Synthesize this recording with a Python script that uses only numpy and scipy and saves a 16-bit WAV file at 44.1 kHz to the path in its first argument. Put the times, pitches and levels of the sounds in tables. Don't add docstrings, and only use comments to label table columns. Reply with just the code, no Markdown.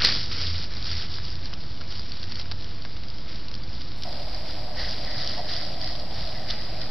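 import sys
import numpy as np
from scipy import signal
from scipy.fft import rfft, irfft
from scipy.io import wavfile
from scipy.ndimage import uniform_filter1d

SR = 44100
rng = np.random.default_rng(int(sys.argv[2]) if len(sys.argv) > 2 else 0)


def bounce(signal):
    frames = np.transpose(np.atleast_2d(signal))
    limited = np.clip(frames, -1, 1)
    pcm = np.round(limited * 32767).astype(np.int16)
    wavfile.write(sys.argv[1], SR, pcm)


N = 304290

# f/Hz, level/dB
WHINE = [(8269, -101), (9647, -105), (11025, -91.5), (12403, -104)]
# f/Hz, relative level/dB
AIR_COLOUR = [(10, -9), (22, -5), (48, 3), (65, -1.5), (100, -2.5), (160, -7.5), (250, -14), (285, -15.5),
              (305, -10.5), (330, -16), (400, -20.5), (700, -22), (1200, -26), (2500, -34), (4700, -27.5),
              (5600, -46.5), (6300, -51)]
# t/s, level/dB before AIR_LIFT_DB is added
AIR_SWELL = [(0.0, -41.5), (0.6, -43), (2.7, -44), (5.0, -42.5), (6.9, -42)]
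# start t/s, hold t/s, f/Hz, level/dB
BOOM = [(0, 0.25, 86, -44), (.36, .05, 85, -36.5), (.48, 0.085, 83, -31), (.68, 0.17, 80, -46),
        (.93, .05, 84.7, -34.5), (1.15, .3, 85.4, -43), (1.65, .45, 92, -46.5), (2.22, .05, 85.4, -45),
        (2.5, .06, 94, -40)]
# f/Hz, width f/Hz, relative level/dB
DRONE_MODES = [(551, 210, -3.5), (618.5, 122, 4), (694, 162, 4), (800, 340, -14)]
# start t/s, hold t/s, level/dB
DRONE_SURGES = [(4.052, 0.011, -39), (4.76, 0.033, -45), (5.385, 0.012, -36), (5.445, .015, -42)]
# start t/s, hold t/s, level of the sides/dB, level of the nasal centre/dB
WIDE_STROKES = [(4.48, 0.057, -52, -56), (4.775, 0.092, -49, -42.5), (5.08, 0.14, -40.5, -43.5),
                (5.3, 0.12, -45, -48), (5.5, 0.12, -39.5, -47), (5.83, .04, -38, -47),
                (6.17, .04, -55, -52), (6.35, 0.013, -57, -47), (6.49, 0.023, -41, -45.5),
                (6.6, 0.046, -46, -49.5), (6.81, 0.017, -43, -49)]
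# t/s, peak level/dB
WIDE_SNAPS = [(4.127, -28), (4.345, -27.8), (4.667, -32), (4.795, -32), (5.233, -25), (5.493, -32),
              (5.528, -32), (5.667, -31), (5.82, -31.7), (5.873, -34), (5.961, -29.3), (6.205, -32),
              (6.265, -35), (6.274, -32), (6.308, -31), (6.562, -33), (6.814, -23)]
# f/Hz, relative level/dB
WIDE_COLOUR = [(150, -58), (211, -34), (700, -28), (1180, -25), (1430, -25), (1860, -20), (2210, -19),
               (3520, -17.5), (4170, -8.5), (4450, -4), (4720, 4), (5000, -3.5), (5780, -17), (6150, -30),
               (8000, -60)]
# f/Hz, relative level/dB
WIDE_LOW_COLOUR = [(150, -40), (230, -7), (700, -1), (1200, 0.5), (1450, -12), (2000, -30)]
# f/Hz, relative level/dB
WIDE_CENTRE_COLOUR = [(1000, -16), (1350, -11.5), (1650, -6.5), (1950, 3.5), (2150, -9), (2500, -21),
                      (3000, -22)]
# start t/s, hold t/s, crisp level/dB, duller body against it/dB, dying away/dB per s
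SCRATCHES = [(0.0, 0.061, -31, -0.5, 102), (0.047, 0.033, -22.5, -10, 106.5), (0.13, 0.035, -34, -15, 70.5),
             (0.316, 0.069, -35.5, -7, 100), (0.405, 0.074, -32, -9, 120), (.55, 0.09, -38, -9, 400),
             (0.717, 0.073, -42, -6.5, 98.5), (0.861, .17, -34.5, -9, 200), (1.128, 0.034, -40, -8.5, 100),
             (1.25, 0.03, -41.5, -9, 70), (1.443, 0.022, -43, -9, 298), (1.596, 0.21, -52.5, -12, 100),
             (1.904, 0.039, -41, -11, 70), (2.086, 0.11, -46, -8, 58), (2.308, 0.013, -43, -5, 498),
             (2.367, 0.034, -40.5, -6, 250), (2.6, 0.11, -49, -8, 58), (3.29, 0.046, -44.5, -6.5, 150),
             (3.722, 0.1, -47, -13, 60), (4.037, 0.19, -45, -8, 30), (4.332, .02, -44, -7, 80),
             (4.474, 0.044, -41.5, -8, 60), (4.783, 0.15, -35, -9, 150), (5.0, .15, -40.5, -9, 100),
             (5.189, .1, -34, -11.5, 60), (5.493, 0.085, -35, -9.5, 55), (5.817, .08, -40.5, -11.5, 50),
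             (6.145, .08, -38.5, -10.5, 35), (6.494, 0.032, -38, -6.5, 200), (6.56, 0.29, -45, -6.5, 16)]
# f/Hz, relative level/dB
CRISP_COLOUR = [(2200, -21.5), (2900, -6.5), (3500, -2), (4200, 0), (4900, 5), (5400, -1), (5800, -10.5),
                (6300, -37.5)]
# f/Hz, relative level/dB
RAKE_BODY_COLOUR = [(500, -8), (900, -21.5), (1300, -4.5), (1600, -5), (2000, -1.5), (2400, 0),
                    (2900, -4.5), (3600, -37)]
# f/Hz, relative level/dB
SNAP_BODY_COLOUR = [(300, -24), (600, -3.5), (1000, -4.5), (1600, 1.5), (2200, -6.5), (2900, -11),
                    (3600, -25.5)]
# t/s, peak level/dB, body against the peak/dB, ring f/Hz
SNAPS = [(.0197, -10.5, -16, 4320), (.0549, -19, -9, 4800), (.0889, -13, -9, 4260), (.1006, -17, -26, 5000),
         (.124, -16.5, -9.5, 4690), (.15, -18, -13, 4130), (.2133, -30, -25, 4220),
         (.3286, -20.5, -22, 4690), (.339, -27, -20, 4350), (.362, -23, -16, 4590),
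         (0.4695, -19, -23, 4240), (0.6246, -24, -27, 5040), (0.6405, -25, -10, 4800),
         (.7366, -26, -10, 4240), (.768, -26, -15, 4800), (.8254, -22, -32, 4960), (.858, -25, -20, 4600),
         (.9144, -24, -20, 4480), (1.1845, -30, 2, 4220), (1.3546, -27, -25, 4520), (1.456, -25, -21, 4440),
         (1.465, -33, -14, 4130), (1.53, -32, 3, 4750), (1.5364, -22.5, -30, 4200),
         (1.6366, -33, -13, 4800), (1.81, -28, -6, 5040), (1.8157, -29.5, -1, 4350),
         (1.879, -33, -17, 5020), (1.9238, -26, -14, 5080), (1.9935, -27, -11, 4960),
         (2.1188, -24, -26, 4600), (2.171, -30, -14, 5060), (2.23, -24, -13, 5000), (2.2394, -26, -8, 4130),
         (2.3206, -22, -13, 4930), (2.3556, -22, -17, 4500), (2.397, -21, -23, 4750),
         (2.4136, -23, -21, 4110), (2.4552, -36, -1, 3270), (2.5136, -22, -10, 4350),
         (2.5192, -22.5, -4.5, 4710), (2.6233, -30, -18, 4220), (2.6434, -27, -27, 4670),
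         (2.8209, -30.5, -28, 4670), (2.85, -26.5, 0, 4650), (2.8573, -33, -2, 4690),
         (2.9664, -32, -6, 4570), (3.0354, -30, -6, 4290), (3.0836, -31, -26, 5040),
         (3.1006, -28, -25, 5200), (3.183, -30, -19, 4500), (3.358, -29, -9, 4910),
         (3.4834, -25, -25, 4590), (3.5138, -29.5, -3.5, 5210), (3.54, -23.5, -32, 4680),
         (3.5514, -25, -24, 5230), (3.635, -30, -18, 4800), (3.7506, -31.5, -23, 3700),
         (3.8094, -30, -8, 4760), (3.8165, -26.5, -10, 5040), (3.918, -29, -10, 4630),
         (4.022, -26, -21, 4660), (4.0346, -20.5, -27, 4480), (4.09, -31, -11, 4860),
         (4.1268, -27.5, -17, 5100), (4.3453, -30.5, -18, 5020), (4.4815, -29, -25, 5000),
         (4.8907, -25, -32, 5100), (5.1804, -26, -20, 4570), (5.2155, -27, -27, 4780),
         (5.2746, -17.5, -23, 4260), (5.335, -27, -8, 5000), (5.5352, -20.5, -17, 5170),
         (5.5642, -22, -13, 5000), (5.65, -24, -17, 4740), (5.8137, -26, -30, 4570),
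         (5.843, -24.5, -15, 5000), (5.874, -26, -12, 5000), (5.9533, -27, -23, 4280),
         (5.997, -27.5, -20, 4740), (6.5025, -18, -15, 4650), (6.5068, -16, -25, 4330),
         (6.818, -24.5, -6, 4360)]
# t/s, level/dB
LOUDEST_BREAK = (.04862, -6.5)
# f/Hz, relative level/dB, t/s to fall by 60 dB
LOUDEST_MODES = [(1990, -9, .014), (2970, -11, .014), (4270, 0, .022), (5050, -2, .018)]

HISS_FROM_S, HISS_DB = 3.968, -61
AIR_LIFT_DB = 5
BOOM_RISE_DB_PER_S, BOOM_FALL_DB_PER_S, BOOM_WAVER_HZ = 196.5, 150, 2.4
DRONE_DB, DRONE_WAVER_DB = -44, 0.9
WIDE_FROM_S = 4.052
STROKE_RISE_DB_PER_S, SIDE_FALL_DB_PER_S, CENTRE_FALL_DB_PER_S = 302, 86, 134
SIDE_REST_DB, CENTRE_REST_DB = -48, -61.5
WIDE_SMALL_PER_S, WIDE_SMALL_DB = 9, -36
WIDE_LOW_DB = -63.5
RAKE_RISE_DB_PER_S = 348.5
SHUFFLE_DB, SHUFFLE_BODY_DB = -49, -6.5
SNAP_HZ, SNAP_SPREAD_HZ, SNAP_T60_S = 4800, 350, 0.013
SMALL_PER_S, SMALL_DB, SMALL_SPREAD_DB, SMALL_BODY_DB = 14, 9, 2.2, -17.5
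TREBLE_LIMIT_HZ, FINAL_LIMIT_HZ = 6240, 13150
OVERLOAD, OFFSET = .64, .0612


def gain_of(db):
    return 10 ** (np.asarray(db) / 20)


def evened(x):
    return x / np.sqrt(np.mean(x ** 2) + 1e-20)


def curve(rows, column=1):
    return np.interp(np.arange(N) / SR, [r[0] for r in rows], [r[column] for r in rows])


def after(s):
    return np.clip((np.arange(N) / SR - s) * 500, 0, 1)


def swells(rows, rise, fall, rest_db, column=2):
    t = np.arange(0, N, 32) / SR
    power = gain_of(rest_db) ** 2
    for row, dying in zip(rows, fall * np.ones(len(rows))):
        start, hold = row[0], row[1]
        below_db = rise * np.maximum(start - t, 0) + dying * np.maximum(t - start - hold, 0)
        power = power + gain_of(row[column] - below_db) ** 2
    return np.interp(np.arange(N) / SR, t, np.sqrt(power))


def response(points, size=4096):
    f, db = np.transpose(points)
    hz = abs(np.fft.fftfreq(size, 1 / SR)) + 1
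    log_gain = np.log(gain_of(np.interp(np.log(hz), np.log(f), np.maximum(db, -70))))
    spectrum = np.exp(np.conj(signal.hilbert(log_gain)))
    taps = np.fft.ifft(spectrum).real[:size // 2]
    return taps / np.linalg.norm(taps)


def coloured(x, points, size=4096):
    return signal.oaconvolve(x, response(points, size=size))[:N]


def low_pass(x, hz, size):
    taps = signal.firwin(size, hz, window=("kaiser", 10), fs=SR)
    return signal.oaconvolve(x, taps.reshape((1,) * (x.ndim - 1) + (-1,)), "same")


def resonate(x, hz, width):
    turn = np.exp(2j * np.pi * np.cumsum(hz * np.ones(N)) / SR)
    r = np.exp(-np.pi * width / SR)
    return 2 * (turn * signal.lfilter([1 - r], [1, -r], x / turn)).real


def ring(hz, t60):
    t = np.arange(1200) / SR
    return gain_of(-60 * t / t60) * np.sin(2 * np.pi * hz * t)


def crackle_bursts(per_s, spread_db, t60):
    size = gain_of(spread_db * np.minimum(rng.exponential(1, N), 4))
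    struck = size * (rng.random(N) < per_s / SR)
    return evened(signal.lfilter([1], [1, -gain_of(-60 / (t60 * SR))], struck))


def crackle(per_s, spread_db, t60, smooth, shared, count=5):
    octaves = np.log2(np.fft.rfftfreq(N, 1 / SR) / 1000 + 1e-9)
    place = np.clip(octaves * 1.618, 0, count - 1)
    broad = crackle_bursts(per_s, spread_db, t60)
    total = 0
    for k in range(count):
        band = np.cos(np.pi / 2 * np.clip(place - k, -1, 1))
        strength = crackle_bursts(per_s, spread_db, t60) + shared * broad + smooth
        total = total + band * rfft(strength * rng.standard_normal(N))
    return evened(irfft(total, N))


def snap(s, peak_db, t60, taps, tick, rise_s):
    t = np.arange(1200) / SR
    spray = rng.standard_normal(1200) * gain_of(-60 * t / t60) * (1 - np.exp(-t / rise_s))
    spray[round(rise_s * SR)] = tick
    sound = signal.fftconvolve(spray, taps)
    return round(s * SR), gain_of(peak_db) * sound / abs(sound).max()


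def scattered(per_s, from_s=0):
    times = from_s + np.cumsum(rng.exponential(1, (400, 1)), 0) / per_s
    return np.hstack([times, rng.standard_normal((400, 3))])[times[:, 0] < N / SR]


def add(mix, at, sound):
    part = mix[at:][:len(sound)]
    part += sound[:len(part)]


def electronics():
    t = np.arange(N) / SR
    whine = sum(np.sqrt(2) * gain_of(db) * np.sin(2 * np.pi * hz * t) for hz, db in WHINE)
    hiss = rng.standard_normal((2, N))
    hiss -= low_pass(hiss, 170, size=1501)
    return whine + gain_of(HISS_DB) * after(HISS_FROM_S) * hiss


def air():
    noise = coloured(rng.standard_normal(N), AIR_COLOUR, size=16384)
    return gain_of(curve(AIR_SWELL) + AIR_LIFT_DB) * noise


def boom():
    waver = evened(uniform_filter1d(rng.standard_normal(N), 3000))
    hz = curve(BOOM, column=2) + BOOM_WAVER_HZ * waver
    tone = np.sqrt(2) * np.sin(2 * np.pi * np.cumsum(hz) / SR)
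    return tone * swells(BOOM, BOOM_RISE_DB_PER_S, BOOM_FALL_DB_PER_S, -80, column=3)


def drone():
    waver = evened(uniform_filter1d(rng.standard_normal(N), 1500))
    breathy = rng.standard_normal(N) * gain_of(DRONE_WAVER_DB * waver)
    hollow = 0
    for hz, width, db in DRONE_MODES:
        hollow = hollow + gain_of(db) * resonate(resonate(breathy, hz, width), hz, width)
    level = swells(DRONE_SURGES, 600, 370, DRONE_DB) * after(WIDE_FROM_S)
    return level * evened(hollow)


def wide_rustle():
    opening = after(WIDE_FROM_S)
    side_level = swells(WIDE_STROKES, STROKE_RISE_DB_PER_S, SIDE_FALL_DB_PER_S, SIDE_REST_DB)
    centre_level = swells(WIDE_STROKES, STROKE_RISE_DB_PER_S, CENTRE_FALL_DB_PER_S, CENTRE_REST_DB, column=3)
    side = side_level * opening * coloured(crackle(600, 3.0, 0.0057, 1.0, .3), WIDE_COLOUR)
    side += gain_of(WIDE_LOW_DB) * opening * coloured(rng.standard_normal(N), WIDE_LOW_COLOUR)
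    centre = centre_level * opening * coloured(crackle(540, 1.7, 0.015, 1.3, 0.26), WIDE_CENTRE_COLOUR)
    taps = response(WIDE_COLOUR, size=2048) + 0.07 * ring(4500, .012)[:1024]
    small = [(s, WIDE_SMALL_DB + 2.2 * a) for s, a, *_ in scattered(WIDE_SMALL_PER_S, WIDE_FROM_S)]
    for s, peak_db in [*WIDE_SNAPS, *small]:
        add(side, *snap(s, peak_db, .015, taps, 2.2, .0005))
    return low_pass(np.array([centre + side, centre - side]), TREBLE_LIMIT_HZ, size=301)


def raking(crisp_level):
    cracks = crackle(900, 3.5, 0.0054, 0.83, 0.45)
    dull = [(s, hold, db + body_db) for s, hold, db, body_db, _ in SCRATCHES]
    dying = np.array(SCRATCHES)[:, -1]
    body_level = swells(dull, RAKE_RISE_DB_PER_S, dying, SHUFFLE_DB + SHUFFLE_BODY_DB)
    return crisp_level * coloured(cracks, CRISP_COLOUR) + body_level * coloured(cracks, RAKE_BODY_COLOUR)


def lesser_breaks(crisp_level):
    rows = []
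    for s, a, b, c in scattered(SMALL_PER_S):
        raking_db = 20 * np.log10(crisp_level[int(s * SR)])
        peak_db = raking_db + SMALL_DB + SMALL_SPREAD_DB * a
        rows.append((s, peak_db, SMALL_BODY_DB + 4.1 * b, SNAP_HZ + SNAP_SPREAD_HZ * c))
    return rows


def loudest_break():
    modes = sum(gain_of(db) * ring(hz, t60) for hz, db, t60 in LOUDEST_MODES)
    return round(LOUDEST_BREAK[0] * SR), gain_of(LOUDEST_BREAK[1]) * modes


def leaves():
    dying = np.array(SCRATCHES)[:, -1]
    crisp_level = swells(SCRATCHES, RAKE_RISE_DB_PER_S, dying, SHUFFLE_DB)
    out = raking(crisp_level)
    crisp_taps = response(CRISP_COLOUR, size=1024)
    body_taps = response(SNAP_BODY_COLOUR, size=1024)
    for s, peak_db, body_db, hz in [*SNAPS, *lesser_breaks(crisp_level)]:
        ringing = np.convolve(ring(hz, 0.023), crisp_taps)[:len(crisp_taps)]
        add(out, *snap(s, peak_db, SNAP_T60_S, crisp_taps + 0.024 * ringing, 3.5, .0004))
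        add(out, *snap(s, peak_db + body_db, 1.3 * SNAP_T60_S, body_taps, 3.9, .0006))
    add(out, *loudest_break())
    return out


def scene():
    camera = low_pass(air() + boom() + drone() + leaves(), TREBLE_LIMIT_HZ, size=801)
    camera = np.minimum(camera, OVERLOAD)
    return camera + wide_rustle() + electronics()


def record(dry):
    return low_pass(dry, FINAL_LIMIT_HZ, size=401) + OFFSET


dry = scene()
out = record(dry)
bounce(out)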